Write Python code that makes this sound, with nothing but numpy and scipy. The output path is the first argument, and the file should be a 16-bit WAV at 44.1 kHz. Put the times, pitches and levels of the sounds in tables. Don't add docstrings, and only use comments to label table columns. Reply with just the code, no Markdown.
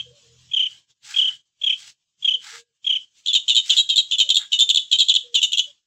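import sys
import numpy as np
from scipy import signal
from scipy.fft import rfft, irfft, next_fast_len
from scipy.io import wavfile
from scipy.ndimage import uniform_filter1d, minimum_filter1d

SR = 44100
rng = np.random.default_rng(int(sys.argv[2]) if len(sys.argv) > 2 else 0)


def log_audio(samples):
    frames = np.atleast_2d(samples).T
    limited = np.clip(frames, -1, 1)
    pcm = np.round(limited * 32767).astype(np.int16)
    wavfile.write(sys.argv[1], SR, pcm)


N = 258426
TIME = np.arange(N) / SR


def amp(db):
    return 10 ** (np.asarray(db) / 20)


def unit(x):
    return x / np.sqrt(np.mean(abs(x) ** 2) + 1e-20)


def value_at(points, hz):
    f, value = np.transpose(points)
    return np.interp(np.log(hz + 1), np.log(f + 1), value)


def level_curve(rows):
    return amp(np.interp(TIME, *np.transpose(rows)))


def colour(x, points):
    size = next_fast_len(len(x) + 4096)
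    gain = amp(value_at(points, np.fft.rfftfreq(size, 1 / SR)))
    return irfft(rfft(x, size) * gain, size)[:len(x)]


def noise(points):
    return unit(colour(rng.standard_normal(N), points))


def wander(count, rate_hz):
    hz = np.fft.rfftfreq(count + 4096, 1 / SR)
    spectrum = rfft(rng.standard_normal(count + 4096))
    return unit(irfft(spectrum * np.exp(-(hz / rate_hz) ** 2)))[:count]


def tone(hz):
    return np.exp(2j * np.pi * (np.cumsum(hz) / SR + rng.random()))


def edges(t, length, rise, fall):
    return (1 + np.tanh(t / rise)) * (1 + np.tanh((length - t) / fall)) / 4


def add(mix, start_s, sound):
    start = round(start_s * SR)
    sound = sound[..., max(-start, 0):]
    part = mix[..., max(start, 0):][..., :sound.shape[-1]]
    part += sound[..., :part.shape[-1]]


# f/Hz, relative level/dB
AIR_COLOUR = [(30, -13), (150, -6.5), (300, -10), (800, -14.5), (1500, -14.5), (2200, -11), (3100, 3),
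              (4500, -3), (7000, -0.5), (8200, -8), (10000, -26), (15500, -30)]
# f/Hz, level/dB
HUM_TONES = [(80.7, -71.5), (123.8, -63.5), (161.5, -73.5)]
# t/s, level change/dB
HUM_VOLUME = [(.12, 1.5), (.16, -12.5), (.28, -2.5), (.49, -1), (.54, -9), (2.6, -12), (3.2, -16.5)]
def background(air_db=-52.5):
    hum = np.zeros(N)
    for hz, db in HUM_TONES:
        hum += np.sqrt(2) * amp(db) * tone(hz * (1 + .016 * wander(N, rate_hz=14))).real
    air = noise(AIR_COLOUR) * amp(air_db + .8 * wander(N, rate_hz=20))
    return air + level_curve(HUM_VOLUME) * hum


# t/s, length/s, f/Hz, level/dB
DISTANT_COOS = [(0.061, 0.0604, 485.8, -58.5), (.12, 0.0704, 575, -65.5), (.225, 0.141, 465, -69.5),
                (1.613, 0.0616, 600, -66), (2.363, 0.0282, 487.6, -66), (2.528, 0.1097, 464, -59.5),
                (2.607, .13, 469.5, -67.5), (4.114, 0.075, 596, -74.5), (4.227, 0.0625, 583, -64.5),
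                (4.65, 0.044, 474.8, -69.5), (4.954, 0.043, 492.6, -68), (5.129, 0.0352, 580, -68),
                (5.244, 0.1135, 481.1, -55), (5.67, 0.038, 581.7, -67.5)]
def coos(sag_hz_per_s=120):
    out = np.zeros(N)
    for start, length, hz, db in DISTANT_COOS:
        t = np.arange(-.03, length + .08, 1 / SR)
        pitch = hz - sag_hz_per_s * (t - length / 2)
        call = tone(pitch * (1 + .018 * wander(len(t), rate_hz=60))).real
        gain = amp(db + 2 * wander(len(t), rate_hz=45)) * edges(t, length, rise=.008, fall=.0089)
        add(out, start + t[0], np.sqrt(2) * call * gain)
    return out


# f/Hz, relative level/dB
SCRAPE_COLOUR = [(200, -39), (680, -40), (840, -4), (1000, -16), (1130, -10.5), (1300, -1.5), (1600, 3.5),
                 (1850, -2), (2100, 3), (3200, -34)]
HISS_COLOUR = [(1200, -33.5), (2400, -8), (3200, -4.5), (4600, -4.5), (6000, -6), (7800, -6), (9000, -8),
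               (11500, -27), (15500, -29.5)]
# t/s, length/s, scrape level/dB, hiss level/dB
STROKES = [(0.705, 0.06, -66, -54.5), (1.064, 0.114, -50, -41), (1.203, 0.135, -56, -49),
           (1.791, 0.111, -60, -45), (2.445, 0.138, -46.5, -41.5), (3.173, 0.039, -75, -50.5),
           (3.675, 0.09, -54.5, -35.5), (4.404, 0.039, -47, -52)]
def swishes(lead_s=.015):
    scrape, hiss, out = noise(SCRAPE_COLOUR), noise(HISS_COLOUR), np.zeros(N)
    for start, length, scrape_db, hiss_db in STROKES:
        t = TIME - start
        out += amp(scrape_db) * scrape * edges(t, length, rise=.025, fall=.014)
        out += amp(hiss_db) * hiss * edges(t + lead_s, length + 2 * lead_s, rise=.025, fall=.032)
    flutter_db = .5 * wander(N, rate_hz=40) + 2.2 * wander(N, rate_hz=150)
    return out * amp(flutter_db)


def syrinx(voices, gain, overtone_db, rasp_db, roughness):
    pressure = amp(.4 * (overtone_db + 18.5))
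    overtones = unit(voices ** 2) + pressure * (.71 * unit(voices ** 3) + .33 * unit(voices ** 4))
    uneven_collisions = np.exp(1j * roughness * wander(len(gain), rate_hz=980))
    overtones = amp(overtone_db) * np.sqrt(2) * (overtones * uneven_collisions).real
    airflow = amp(rasp_db) * abs(unit(voices))
    return gain * np.array([unit(voices.real), overtones, airflow])


def syllable(song, start, length, start_hz, end_hz, db, lower_db):
    t = np.arange(-.005, length + .008, 1 / SR)
    off_centre = np.clip(2 * t / length - 1, -1, 1) ** 2
    hz = np.interp(t, [0, length], [start_hz, end_hz])
    whistle = tone(hz * (1 + .021 * wander(len(t), rate_hz=550)))
    lower = tone((.8 - .18 * off_centre) * hz * (1 + .092 * wander(len(t), rate_hz=850)))
    lower *= amp(lower_db - 2.5 + 7 * wander(len(t), rate_hz=13))
    swell_db = 2 - 4 * off_centre + 1.1 * wander(len(t), rate_hz=38)
    gain = amp(db + swell_db) * edges(t, length, rise=.0011, fall=.0018)
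    add(song, start + t[0], syrinx(whistle + lower, gain, overtone_db=-28, rasp_db=-34, roughness=.45))


# t/s, syllable count, first to second syllable/s,
# f/Hz, level/dB
CHIRP_ROLLS = [(-.002, 1, 0.023, 3083, -26.5), (0.535, 5, 0.029, 3098, -16), (1.162, 5, 0.0221, 3108, -15),
               (1.636, 4, .028, 3152, -16.5), (2.246, 4, .0305, 3143, -16), (2.866, 4, 0.0262, 3120, -16)]
def chirps(song, period_s=.0298, fall_hz=321.4, step_db=-2.1444, lower_db=-13):
    for start, count, first_gap, hz, db in CHIRP_ROLLS:
        syllable(song, start - .02126, .013, hz + 100, hz + 300, db - 15, lower_db=-9)
        top, bottom = hz + fall_hz / 2, hz - fall_hz / 2
        syllable(song, start, .017, top, (top + hz) / 2, db - 1.5, lower_db)
        for k in range(round(count) - 1):
            onset = start + first_gap + k * period_s
            syllable(song, onset, .023, top, bottom, db + step_db * k, lower_db + step_db * k)


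def tick(song, start, hz, db, width_s=.002103, sweep_hz=150):
    t = np.arange(-.005, .012, 1 / SR)
    pitch = (hz + sweep_hz * np.tanh(t / width_s)) * (1 + .04 * wander(len(t), rate_hz=800))
    voices = tone(pitch) + .4 * tone(1.2 * pitch)
    snap = np.exp(-(t / width_s) ** 2)
    ring = .202 * edges(t, .0056, rise=.0022, fall=.00043)
    gain = amp(db) * (snap + ring)
    add(song, start + t[0], syrinx(voices, gain, overtone_db=-14, rasp_db=-22.5, roughness=.946))


def harsh_note(song, start, shape, length, hz, beat_hz, fall_hz, db, upper_db, overtone_db):
    t = np.arange(-.005, length + .01, 1 / SR)
    progress = np.clip(t / length, 0, 1)
    ragged = np.exp(-np.maximum(t, 0) / .011)
    shared_wobble = 1 + .012 * wander(len(t), rate_hz=70)
    shared_wobble += (.008 + .034 * ragged) * wander(len(t), rate_hz=700)
    upper_wobble = 1 + (.005 + .032 * ragged) * wander(len(t), rate_hz=500)
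    lower_hz = hz + fall_hz * (.5 - progress)
    upper_hz = hz + beat_hz + 1.1 * fall_hz * (.5 - progress ** .62)
    lower = tone(lower_hz * shared_wobble)
    upper = tone(upper_hz * shared_wobble * upper_wobble)
    side_tones = amp(-19) * lower ** 2 / upper + amp(-22 + 11 * ragged) * upper ** 2 / lower
    voices = lower + amp(upper_db) * upper + side_tones
    fade_db, swell_db = shape
    shape_db = np.interp(progress, [.15, .5, .85, 1], [fade_db / 2, swell_db, -fade_db / 2, 2 - fade_db / 2])
    flutter_db = (1 + 2.5 * ragged) * wander(len(t), rate_hz=500)
    gain = amp(db + shape_db + flutter_db) * edges(t, length, rise=.00241, fall=.004)
    sound = syrinx(voices, gain, overtone_db - 1.5, rasp_db=-25 + 12 * ragged, roughness=ragged / 2)
    add(song, start + t[0], sound)


# fade/dB, swell in the middle/dB
NOTE_SHAPES = [(7.5, -1.5), (6.5, 2)]
# t/s, lead-in/s, length/s, lower voice f/Hz, gap to the upper voice/Hz,
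# fall in pitch/Hz, level/dB, upper voice against lower/dB, overtone level/dB
CHATTER_NOTES = [(3.263, 0.019, 0.039, 2993, 549, 430, -19, 11.5, -24),
                 (3.334, 0.015, 0.032, 3089, 626.7, 294, -13.5, 1, -16.5),
                 (3.483, 0.012, 0.037, 2989, 695.7, 347.3, -14.5, 2.5, -16.5),
                 (3.55, 0.013, 0.041, 3100, 642.4, 101.7, -14.5, 0.5, -16),
                 (3.698, 0.0051, 0.037, 3055, 599.5, 477.5, -14.5, -1, -14.5),
                 (3.769, 0.011, 0.036, 3255, 600.7, 150, -13, 1, -15),
                 (3.893, 0.0056, 0.045, 3171, 592.7, 275.8, -17, -0.5, -21.5),
                 (3.961, 0.015, 0.033, 3276, 625.1, 227.1, -13, 2.5, -17),
                 (4.114, 0.0063, 0.037, 3054, 489.7, 235.7, -16.5, 2, -17),
                 (4.186, 0.013, 0.035, 3093, 639.5, 209, -14, -3, -14),
                 (4.293, 0.0095, 0.026, 3144, 518.9, 204.4, -13, 0.5, -16.5),
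                 (4.347, 0.021, 0.017, 3321, 460.7, 100, -12, -2, -13.5),
                 (4.522, 0.007, 0.042, 2950, 693.7, 29.66, -18, -2, -14),
                 (4.592, 0.013, 0.036, 3114, 453.9, 94.9, -12, 8, -14),
                 (4.693, 0.007, 0.017, 3058, 538.5, 422.4, -11.5, 3.5, -12.5),
                 (4.748, 0.023, 0.012, 3207, 500.4, 406.8, -11, -2.5, -17.5),
                 (4.917, 0.0078, 0.039, 3162, 659.3, 145.3, -13.5, -3, -17.5),
                 (4.989, 0.011, 0.032, 3263, 632.3, 236, -12.5, -0.5, -15),
                 (5.087, 0.007, 0.029, 3151, 470.8, 474.5, -11.5, -0.5, -17.5),
                 (5.142, 0.02, 0.013, 3072, 427.1, 323.2, -13.5, -0.5, -21),
                 (5.346, 0.006, 0.043, 2977, 614.8, 374, -15.5, -1, -13.5),
                 (5.419, 0.009, 0.032, 2972, 709.3, 90.15, -15.5, -0.5, -9.5),
                 (5.522, 0.008, 0.028, 2915, 504.3, 376.8, -19.5, 2, -10.5),
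                 (5.575, 0.016, 0.018, 3029, 380.3, 189.9, -14.5, -0.5, -10)]
def chatter(song, stutter_from_s=.01):
    for k, (start, lead_in, length, hz, beat_hz, fall_hz, db, *balance) in enumerate(CHATTER_NOTES):
        tick(song, start, hz + 220, db)
        if lead_in > stutter_from_s:
            tick(song, start + .55 * lead_in, hz + 330, db + 2.5)
        harsh_note(song, start + lead_in, NOTE_SHAPES[k % 2], length, hz, beat_hz, fall_hz, db, *balance)


# f/Hz, level change/dB
VOICE_COLOUR = [(1500, -26), (2100, -22), (2600, 0), (4200, -1.5), (5000, -20), (6000, -2.5), (9000, -19.5)]
OVERTONE_COLOUR = [(2000, -41), (4800, -15.5), (5600, -1.5), (6400, -4), (7100, 4.5), (7900, -2),
                   (8700, -22.5), (10500, -18), (11300, -12.5), (12800, -28.5), (14600, -17),
                   (16000, -20.5)]
# f/Hz, relative level/dB
BREATH_COLOUR = [(100, -29.5), (900, -34), (1900, -50), (2700, -24), (3600, 12.5), (4200, 1), (5100, -3),
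                 (6000, -1.5), (7300, 0.5), (8200, -21), (11000, -19), (13000, -31.5), (14800, -22),
                 (16000, -22)]
# f/Hz, level change/dB
HIGHEST_BAND = [(8400, -40), (10400, 0)]
# t/s, level change/dB
HIGHEST_VOLUME = [(3.5, 0.5), (4.6, 2.5), (5.2, -3.5), (5.43, 3)]
def shrike():
    song = np.zeros((3, N))
    chirps(song)
    chatter(song)
    voices, overtones, airflow = song
    treble = colour(overtones, OVERTONE_COLOUR) + airflow * noise(BREATH_COLOUR)
    treble += (level_curve(HIGHEST_VOLUME) - 1) * colour(treble, HIGHEST_BAND)
    return colour(voices, VOICE_COLOUR) + treble


# f/Hz, time to fade by 60 dB/s
ECHO_TIMES = [(300, .4), (2000, 0.076), (3300, 0.368), (5000, 0.27), (7000, 0.35), (10000, 0.3),
              (16000, 0.22)]
def porch(x, early_db=-17, tail_db=-21, echoes_per_s=3000):
    t = np.arange(SR) / SR
    echoes = rng.standard_normal(SR) * (rng.random(SR) < echoes_per_s / SR)
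    early = echoes * (t > .002) * np.exp(-t / .024)
    hz, when, bands = signal.stft(echoes * (t > .014), SR, nperseg=256)
    decay = amp(-60 * when / value_at(ECHO_TIMES, hz)[:, None])
    tail = signal.istft(bands * decay, SR, nperseg=256)[1][:SR]
    response = amp(early_db) * early / np.linalg.norm(early) + amp(tail_db) * tail / np.linalg.norm(tail)
    return x + signal.fftconvolve(x, response)[:N]


# f/Hz, strength of the ring/dB, time to fade by 60 dB/s
CAGE_WIRES = [(1098, 5, 1), (1636, 6.5, .6)]
def cage(x):
    t = np.arange(SR) / SR
    ring = np.zeros(SR)
    for hz, db, fade_s in CAGE_WIRES:
        decay = amp(-60 * t / fade_s)
        ring += amp(db) * 2 * decay / decay.sum() * np.cos(2 * np.pi * hz * t)
    return x + signal.fftconvolve(x, ring)[:N]


def scene():
    return cage(porch(shrike() + swishes() + coos()) + background())[None]


def noise_suppressor(x, margin_db=4.5, slope=1.4, depth_db=9):
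    _, when, bands = signal.stft(x, SR, nperseg=512, noverlap=384)
    power_db = 10 * np.log10(abs(uniform_filter1d(abs(bands) ** 2, size=18, axis=1)) + 1e-20)
    floor_db = uniform_filter1d(np.median(power_db[:, when < .5], axis=1), size=7)[:, None]
    cut_db = np.clip(slope * (floor_db + margin_db - power_db), 0, depth_db)
    return signal.istft(bands * amp(-cut_db), SR, nperseg=512, noverlap=384)[1][:N]


def noise_gate(x, threshold_db=-47, depth_db=21, release_db_per_s=330, start_s=.804, settle_s=.061):
    power_db = 10 * np.log10(abs(uniform_filter1d(x ** 2, size=1000)) + 1e-12)
    release_db = release_db_per_s * TIME
    held_db = np.maximum.accumulate(power_db + release_db) - release_db
    cut_db = uniform_filter1d(np.clip(2 * (threshold_db - held_db), 0, depth_db), size=1000)
    switched_on = np.clip((TIME - start_s) / settle_s, 0, 1)
    return x * amp(-cut_db * switched_on)


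# f/Hz, level change/dB
MICROPHONE_COLOUR = [(20, 6), (8100, -1), (8700, -23.5), (9700, -16.5), (10400, -6), (16000, -3)]
def record(dry, peak_limit=.92, cutoff_hz=15900):
    x = noise_gate(noise_suppressor(dry[0]))
    limiter_gain = minimum_filter1d(np.minimum(1, peak_limit / (abs(x) + 1e-9)), size=260)
    smooth_gain = uniform_filter1d(uniform_filter1d(limiter_gain, size=130), size=130)
    x = colour(x * smooth_gain, MICROPHONE_COLOUR)
    low_pass = signal.firwin(511, cutoff_hz, window=("kaiser", 9), fs=SR)
    return signal.oaconvolve(x, low_pass, "same")[None]


dry = scene()
out = record(dry)
log_audio(out)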